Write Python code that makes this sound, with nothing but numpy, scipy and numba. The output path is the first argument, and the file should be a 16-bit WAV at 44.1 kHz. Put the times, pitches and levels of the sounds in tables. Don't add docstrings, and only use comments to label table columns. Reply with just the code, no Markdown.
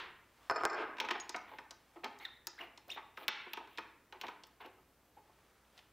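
import sys
import numpy as np
from scipy import signal
from scipy.fft import rfft, irfft
from scipy.io import wavfile
from scipy.ndimage import uniform_filter1d, map_coordinates
from numba import njit

SR = 44100
rng = np.random.default_rng(int(sys.argv[2]) if len(sys.argv) > 2 else 0)


def transcribe(u):
    v = np.clip(np.atleast_2d(u).T, -1, 1)
    q = np.round(v * 32767).astype(np.int16)
    wavfile.write(sys.argv[1], SR, q)


def ratio(d):
    e = np.asarray(d, float) / 20
    return 10 ** e


N = 261072
T = np.arange(N) / SR

# t/s, blow level/dB, steel ring against the blow/dB, crack against the blow/dB
BOUNCES = [(0.4982, -15, -13.5, -26), (0.5112, -19.5, -20, -8.5), (0.549, -45, -2, -20),
           (0.5604, -23, -11, -14), (0.579, -25.5, -20, -26), (0.609, -27.5, -23, -20),
           (0.621, -47, -2, -22), (0.6354, -19, -22.5, -15), (0.6526, -3.5, -18, -7.5),
           (0.699, -23, -5, -14), (0.731, -32.5, -4, -5), (.745, -25, -12.5, -16)]
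# f/Hz, level/dB, t60/s
BENCH_MODES = [(370, -11, .05), (436, -9, .05), (530, -11, .04), (690, -11, .035), (745, -9, .035),
               (850, -8, .03), (920, -8, .035), (1010, -6, .035), (1098, -4, .04), (1258, 0, .045),
               (1400, -4, .03), (1510, -3, .035), (1712, -9, .02), (2000, -13, .02)]
# f/Hz, level/dB, t60/s
NUT_MODES = [(12500, -12, .025), (14800, -3, .012)]


def level(x, db):
    return x * ratio(db) / np.sqrt(np.mean(x ** 2))


def on_log(hz, table):
    table_hz, values = np.array(table)[:, 0], np.array(table)[:, 1]
    return np.interp(np.log(hz + 1), np.log(table_hz), values)


def colour(table):
    spectrum = rfft(rng.standard_normal(N))
    return irfft(spectrum * ratio(on_log(np.fft.rfftfreq(N, 1 / SR), table)), N)


def band(x, hz, octaves):
    edges = np.clip([hz * 2 ** -octaves, hz * 2 ** octaves], 50, .45 * SR)
    return signal.sosfilt(signal.butter(2, edges, "band", fs=SR, output="sos"), x)


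def ring(x, modes):
    out = 0
    for hz, db, t60 in modes:
        pole = np.exp(2j * np.pi * hz / SR - np.log(1000) / (max(t60, 1e-3) * SR))
        out = out + ratio(db) * signal.lfilter([1], [1, -pole], x).imag
    return out


def add(track, s, sound, db):
    i = int(s * SR)
    track[i:i + len(sound)] += (sound * ratio(db) / np.abs(sound).max())[:N - i]


def contact(rise_s, fall_s):
    t = T[:8000]
    swell = 1 - np.exp(-t / max(rise_s, 1e-5))
    return rng.standard_normal(len(t)) * swell * np.exp(-t / max(fall_s, 1e-4))


def click(fall_s, scatter):
    push = scatter * contact(0.0015, fall_s)
    push[0] = 1
    return push


def grit(per_s, spread_db):
    chance = rng.random((2, N))
    size = ratio(-spread_db * np.log(1 - chance[1]))
    return (chance[0] < per_s / SR) * size * rng.choice([-1, 1], N)


def held(rows, attack_s, release_s):
    gain = 0
    for s, length, db in rows:
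        slopes = np.minimum((T - s) / attack_s, (s + length - T) / release_s)
        gain = gain + ratio(db) * np.clip(slopes, 0, 1)
    return gain


def wrench():
    # f/Hz, level/dB, t60/s
    wrench_modes = [(2455, -3, .05), (4452, -12, .055), (5190, 0, .035), (7257, -9, .03)]
    thuds, steel = np.zeros((2, N))
    for s, db, steel_db, crack_db in BOUNCES:
        add(thuds, s, ring(band(click(0.0084, 0.12), 840, 1.31), BENCH_MODES), db)
        add(steel, s, ring(band(click(0.004, 0.16), 4200, 0.7), wrench_modes), db + steel_db)
        add(thuds, s, band(click(.001, .15), 3000, 1.5), db + crack_db)
    return thuds, steel


def add_thumps(dry):
    thump_hz, thump_db = 125, -39
    for s, db, _, _ in BOUNCES:
        add(dry, s, ring(click(0.0079, 0.14), [(thump_hz, 0, .06)]), db + thump_db)


def skids():
    # start t/s, length/s, level/dB of the push before the gains below
    skid_rows = [(.575, 0.06, -42.5), (.75, 0.11, -35.5)]
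    knocks_per_s, knock_db, scrape_db = 210, -28, 1
    knocks, gain = grit(knocks_per_s, 1.5), held(skid_rows, .03, .04)
    knocks = level(knocks, 0) * gain
    scrape = band(rng.standard_normal(N) * gain, 2670, 0.29)
    return ratio(knock_db) * ring(band(knocks, 820, 1.5), BENCH_MODES) + ratio(scrape_db) * scrape


def thud(push, hz):
    # f/Hz, level/dB, t60/s
    holder_modes = [(368, -1, .07), (745, -2, .03), (860, 0, .026), (980, 0, .024), (1120, -2, .02),
                    (1490, -2, .016)]
    scatter_db = 3
    modes = [(f, db + scatter_db * rng.standard_normal(), t60) for f, db, t60 in holder_modes]
    return ring(band(push, hz, 0.21), modes) + ratio(1.0) * ring(push, BENCH_MODES)


def ticks():
    # t/s, crack peak level/dB, crack f/Hz, thud against crack/dB, treble against crack/dB
    tick_rows = [(0.9698, -42, 2280, -17, -30), (0.9841, -37.5, 2590, -0.5, -34),
                 (1.0012, -21, 2740, -15, -21), (1.01, -35.5, 2240, 5.5, -40), (1.049, -35.5, 2310, 0, -26),
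                 (1.0874, -27.5, 2170, -6, -37), (1.106, -31.5, 2380, 4, -40), (1.11, -22.5, 2570, -9, -26),
                 (1.1147, -32, 2120, -12, -29), (1.2, -35.5, 4440, -18, -31),
                 (1.294, -27.5, 5250, -10, -56), (1.3624, -35.5, 5150, 1.5, -37),
                 (1.5857, -37.5, 2180, -1.5, -29), (1.7087, -35, 4830, -12, -45),
                 (2.044, -29.5, 3150, -5, -19), (2.188, -48, 5840, -20, -8), (2.47, -26, 5250, -15, -5.5),
                 (2.776, -43, 4300, -7.5, -44), (2.8814, -56.5, 6000, -5, 4), (3.1741, -38, 2200, -2, -30),
                 (3.2812, -9.5, 2730, -15.5, -10.5), (3.286, -15.5, 1920, -8.5, -21),
                 (3.534, -30, 2800, -7.5, -3.5), (3.572, -37.5, 2560, 6.5, -25.5),
                 (3.6744, -51, 2850, 3, -22), (3.7751, -37, 3380, -8, -30), (3.784, -29.5, 2230, -4.5, -24),
                 (4.1252, -40, 2500, -1.5, -23), (4.2133, -30.5, 2940, -14.5, -15),
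                 (4.2676, -40, 2800, -2.5, -28), (4.2828, -37, 2310, 3, -33), (4.4361, -42, 4150, -9, -43),
                 (4.4694, -57, 6000, -0.5, 1), (4.6602, -49.5, 3050, -24, -6),
                 (5.778, -46.5, 3600, -27, -24), (5.7905, -47.5, 2960, -33, -33)]
    # f/Hz, level/dB, t60/s
    bite_modes = [(5210, 0.5, 0.019), (3600, 13.5, 0.0023), (2470, -2, 0.02), (1970, 1.5, 0.021)]
    bite_db, thud_hz, thud_lag_s = -8.5, 980, 0.000996
    out = np.zeros(N)
    for s, db, hz, thud_db, treble_db in tick_rows:
        push = click(.003, .25)
        add(out, s, ring(push, bite_modes), db + bite_db)
        add(out, s, band(band(push, 0.88 * hz, 0.51), hz, 1.72), db)
        snap = click(.0008, .2)
        treble = band(band(snap, 11300, .35), 11300, .35) + ratio(-7) * ring(snap, NUT_MODES)
        add(out, s, treble, db + treble_db)
        add(out, s + thud_lag_s, thud(contact(0.00072, 0.0087), thud_hz), db + thud_db)
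    return out


def scuffs():
    # t/s, scrape peak level/dB, thud against scrape/dB, centre of the push f/Hz, length/s
    scuff_rows = [(1.0328, -44, 8, 1050, 0.014), (1.151, -34, -3.5, 830, 0.0069),
                  (1.3437, -30.5, -4.5, 680, 0.0056), (1.475, -48.5, -5, 1580, 0.017),
                  (1.51, -49, 3, 965, 0.018), (1.534, -47.5, 1.5, 950, 0.0043),
                  (1.9573, -52, 7, 344, 0.013), (2.0333, -37, -3.5, 880, 0.013),
                  (2.054, -57, 20.5, 885, 0.0093), (2.195, -50, -5, 870, 0.026),
                  (2.244, -49, -14.5, 1490, 0.031), (2.589, -42, -5, 1560, 0.034),
                  (2.874, -63.5, 14, 574, 0.031), (2.959, -47.5, 2, 900, 0.0065),
                  (2.97, -35.5, -7, 910, 0.012), (3.194, -53, 5.5, 1190, 0.033),
                  (3.464, -55, 14, 1000, 0.0077), (3.599, -51.5, 6, 920, 0.016),
                  (4.141, -52.5, -1.5, 378, 0.024), (4.233, -36.5, 0.5, 960, 0.011),
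                  (4.5993, -46.5, -2, 980, 0.025), (4.644, -50, 4.5, 394, 0.015),
                  (4.78, -75, 18.5, 417, 0.0052), (5.166, -60.5, 10.5, 830, 0.014),
                  (5.2946, -68, 13, 790, 0.0057)]
    scrape_hz = 1955
    out = np.zeros(N)
    for s, db, thud_db, push_hz, length_s in scuff_rows:
        push = contact(length_s / 2, length_s)
        scrape = band(band(push, 0.46 * scrape_hz, 0.39), 1.42 * scrape_hz, 0.56)
        add(out, s, scrape, db)
        add(out, s, thud(band(push, 370, 1.35), push_hz), db + thud_db)
    return out


def squeaks():
    # t/s, stick-slip rate f/Hz, level/dB
    squeak_paths = [
        [(2.198, 1797, -63), (2.21, 2107, -56), (2.225, 2247, -55), (2.245, 2120, -57), (2.254, 1802, -40),
         (2.258, 1895, -60), (2.262, 1786, -49.5), (2.272, 1190, -58)],
        [(2.581, 1465, -49), (2.586, 1710, -55), (2.593, 2034, -44), (2.599, 2896, -66), (2.615, 2920, -38),
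         (2.623, 2560, -57), (2.64, 2340, -53)],
        [(2.892, 1240, -58), (2.897, 1944, -57), (2.904, 2720, -40.5), (2.91, 3050, -52), (2.917, 3616, -47.5),
         (2.926, 3660, -59), (2.934, 3150, -57), (2.947, 3300, -67)],
        [(4.64, 2630, -72), (4.653, 2930, -52.5), (4.666, 2780, -69)],
    ]
    # step from one overtone to the next/dB, pitch flutter (0-1)
    voices = [(-13, .22), (-25, .36), (-11, .12), (-30, .45)]
    resonance_hz, lift_db, width_octaves = 3720, 19, .06
    out = np.zeros(N)
    for path, (overtone_db, wobble) in zip(squeak_paths, voices):
        s, hz, db = np.transpose(path)
        now = (T > s[0]) & (T < s[-1])
        flutter = uniform_filter1d(rng.standard_normal((2, N // 20)), size=60)[:, :now.sum()]
        rate = np.interp(T[now], s, hz)
        phase = 2 * np.pi * np.cumsum(rate * (1 + wobble * flutter[0])) / SR
        stack = 0
        for k in range(1, 4):
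            octaves_off = np.log2(k * rate / resonance_hz)
            resonance_db = lift_db * np.exp(-(octaves_off / width_octaves) ** 2)
            stack = stack + ratio(overtone_db * (k - 1) + resonance_db) * np.sin(k * phase)
        out[now] += ratio(np.interp(T[now], s, db) + 24 * flutter[1]) * stack
    return out


def rub():
    # start t/s, length/s, rub level/dB
    turn_rows = [(1.47, 0.12, -80), (2.2, 0.071, -71), (2.57, 0.091, -75), (2.88, 0.082, -69.5),
                 (3.16, 0.091, -69.5), (3.53, 0.067, -80), (3.68, 0.12, -80.5), (4.19, 0.12, -76),
                 (4.6, 0.028, -70.5)]
    attack_s, release_s = 0.018, 0.0099
    chatter_per_s, chatter_db = 470, 10
    sliding = rng.standard_normal(N) * ratio(2.5 * rng.exponential(size=N))
    singing = level(ring(sliding, NUT_MODES) + 4.0 * band(sliding, 11700, 0.37), 0)
    chatter = band(band(grit(chatter_per_s, 1.5), 2600, .6), 2600, .6)
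    return (singing + level(chatter, chatter_db)) * held(turn_rows, attack_s, release_s)


def pings():
    # t/s, peak level/dB
    ping_rows = [(1.199, -43), (2.47, -52)]
    # start t/s, length/s, level/dB
    lifted_rows = [(4.64, 0.73, -90)]
    ping_hz, t60_s, held_s = 6670, 0.3, .026
    t = T[:SR]
    out, tap = np.zeros(N), 1. * (t == 0)
    free = np.clip(np.minimum(t / .005, (held_s - t) / .01), 0, 1)
    for s, db in ping_rows:
        add(out, s, free * ring(tap, [(ping_hz, 0, t60_s)]), db)
    jingle = level(ring(rng.standard_normal(N), [(NUT_MODES[0][0], 0, .1)]), 0)
    return out + jingle * held(lifted_rows, 0.018, 0.24)


def brush():
    # t/s of the loudest moment, level/dB there, rise/(dB per s), fall/(dB per s)
    strokes = [(.45, -65.5, 74, 96), (1.95, -72.5, 44, 114), (5.4, -74, 31, 13), (5.781, -67, 280, 304)]
    # f/Hz, density/(dB per Hz), relative
    skin_colour = [(200, -35), (600, 2), (1200, 4.5), (3500, -4), (7000, -12.5), (16000, -19)]
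    grain = ratio(1.5 * np.repeat(rng.exponential(size=N // 40 + 1), 40)[:N])
    gain = sum(ratio(db - np.maximum(rise * (s - T), fall * (T - s))) for s, db, rise, fall in strokes)
    return level(colour(skin_colour) * grain, 0) * gain


def decay(noise):
    # f/Hz, t60/s
    room_t60 = [(200, 0.82), (500, 0.55), (1000, 0.62), (2000, 0.68), (4000, 0.44), (6500, 0.32)]
    hz, out = np.fft.rfftfreq(N, 1 / SR), 0
    for k in range(len(room_t60)):
        share = on_log(hz, [(f, j == k) for j, (f, _) in enumerate(room_t60)])
        out = out + irfft(rfft(noise) * share, N) * ratio(-60 * T / room_t60[k][1])
    return out


def room(dry):
    echo_db, build_up_s, top_hz = -11.5, 0.0022, 7200
    pattern_s, drift_s = .03, .0002
    treble_cut = signal.butter(8, top_hz, fs=SR, output="sos")
    out, turn = 0, T / pattern_s % 3
    for k in range(3):
        tail = decay(rng.standard_normal(N))[:SR] * (1 - np.exp(-(T[:SR] / build_up_s) ** 2))
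        tail = signal.sosfilt(treble_cut, tail)
        share = np.sqrt(np.clip(1 - np.abs((turn - k + 1) % 3 - 1), 0, 1))
        out = out + signal.fftconvolve(dry * share, tail / np.sqrt(np.sum(tail ** 2)))[:N]
    wander = uniform_filter1d(uniform_filter1d(rng.standard_normal(N), size=700), size=700)
    drift = 30 * drift_s * SR * wander
    return map_coordinates(out, [np.arange(N) + drift], mode="mirror") * ratio(echo_db)


def earlier_knock():
    # f/Hz, density/(dB per Hz), relative
    knock_colour = [(150, -19), (250, -23), (375, -3.5), (588, -15.5), (949, -2.5), (1730, -5), (3770, -10),
                    (9000, -44), (12000, -80)]
    return decay(level(colour(knock_colour), -45))


def air():
    # f/Hz, density/(dB per Hz), relative
    hush_colour = [(20, -10), (45, -4.5), (60, -3), (90, 1.5), (160, -2), (300, -0.5), (1200, -7.5),
                   (2500, -14), (6000, -22), (12000, -25), (16400, -21)]
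    hush_db, hum_hz, hum_db = -71, 60, -78
    waver = 1 + 8 * uniform_filter1d(rng.standard_normal(N), size=3000)
    return level(colour(hush_colour), hush_db) + ratio(hum_db) * waver * np.sin(2 * np.pi * hum_hz * T)


def scene():
    thuds, steel = wrench()
    dry = thuds + skids() + ticks() + scuffs() + squeaks() + rub() + brush()
    dry = signal.sosfilt(signal.butter(4, 281.5, "high", fs=SR, output="sos"), dry)
    add_thumps(dry)
    ping = pings()
    high_echo = room(ratio(-9) * ping + ratio(-3) * steel)
    mix = dry + room(dry) + ping + steel + high_echo + earlier_knock() + air()
    return np.tile(mix, (2, 1))


@njit
def limiter(x, top, release):
    gain, g, aim = np.empty(len(x)), 1., 1.
    for i in range(len(x)):
        most = top / (abs(x[i]) + 1e-9)
        aim = min(aim + (1 - aim) * release, most)
        g = min(g + (aim - g) * release, most)
        gain[i] = g
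    return gain


def top_cut(x):
    return signal.sosfilt(signal.butter(12, 16540, fs=SR, output="sos"), x)


def record(dry):
    # f/Hz, density/(dB per Hz), relative
    apart_colour = [(12, -38), (20, -2), (113, -7.5), (558, -10.5), (1570, -18), (3630, -15.5), (4540, -11),
                    (11100, -10), (16000, -18.5)]
    limit, release_s, top_hz = 0.112, 0.081, 15600
    hiss = level(colour(apart_colour), -84) * np.array([[1], [-1]])
    hiss = hiss + level(rng.standard_normal(N), -81)
    treble_cut = signal.ellip(8, .2, 60, top_hz, fs=SR, output="sos")
    dry = signal.sosfilt(treble_cut, dry)
    gain = limiter(dry[0], limit, 1 / (release_s * SR))
    mix = dry * gain + signal.sosfilt(treble_cut, hiss)
    return top_cut(mix)


dry = scene()
out = record(dry)
transcribe(out)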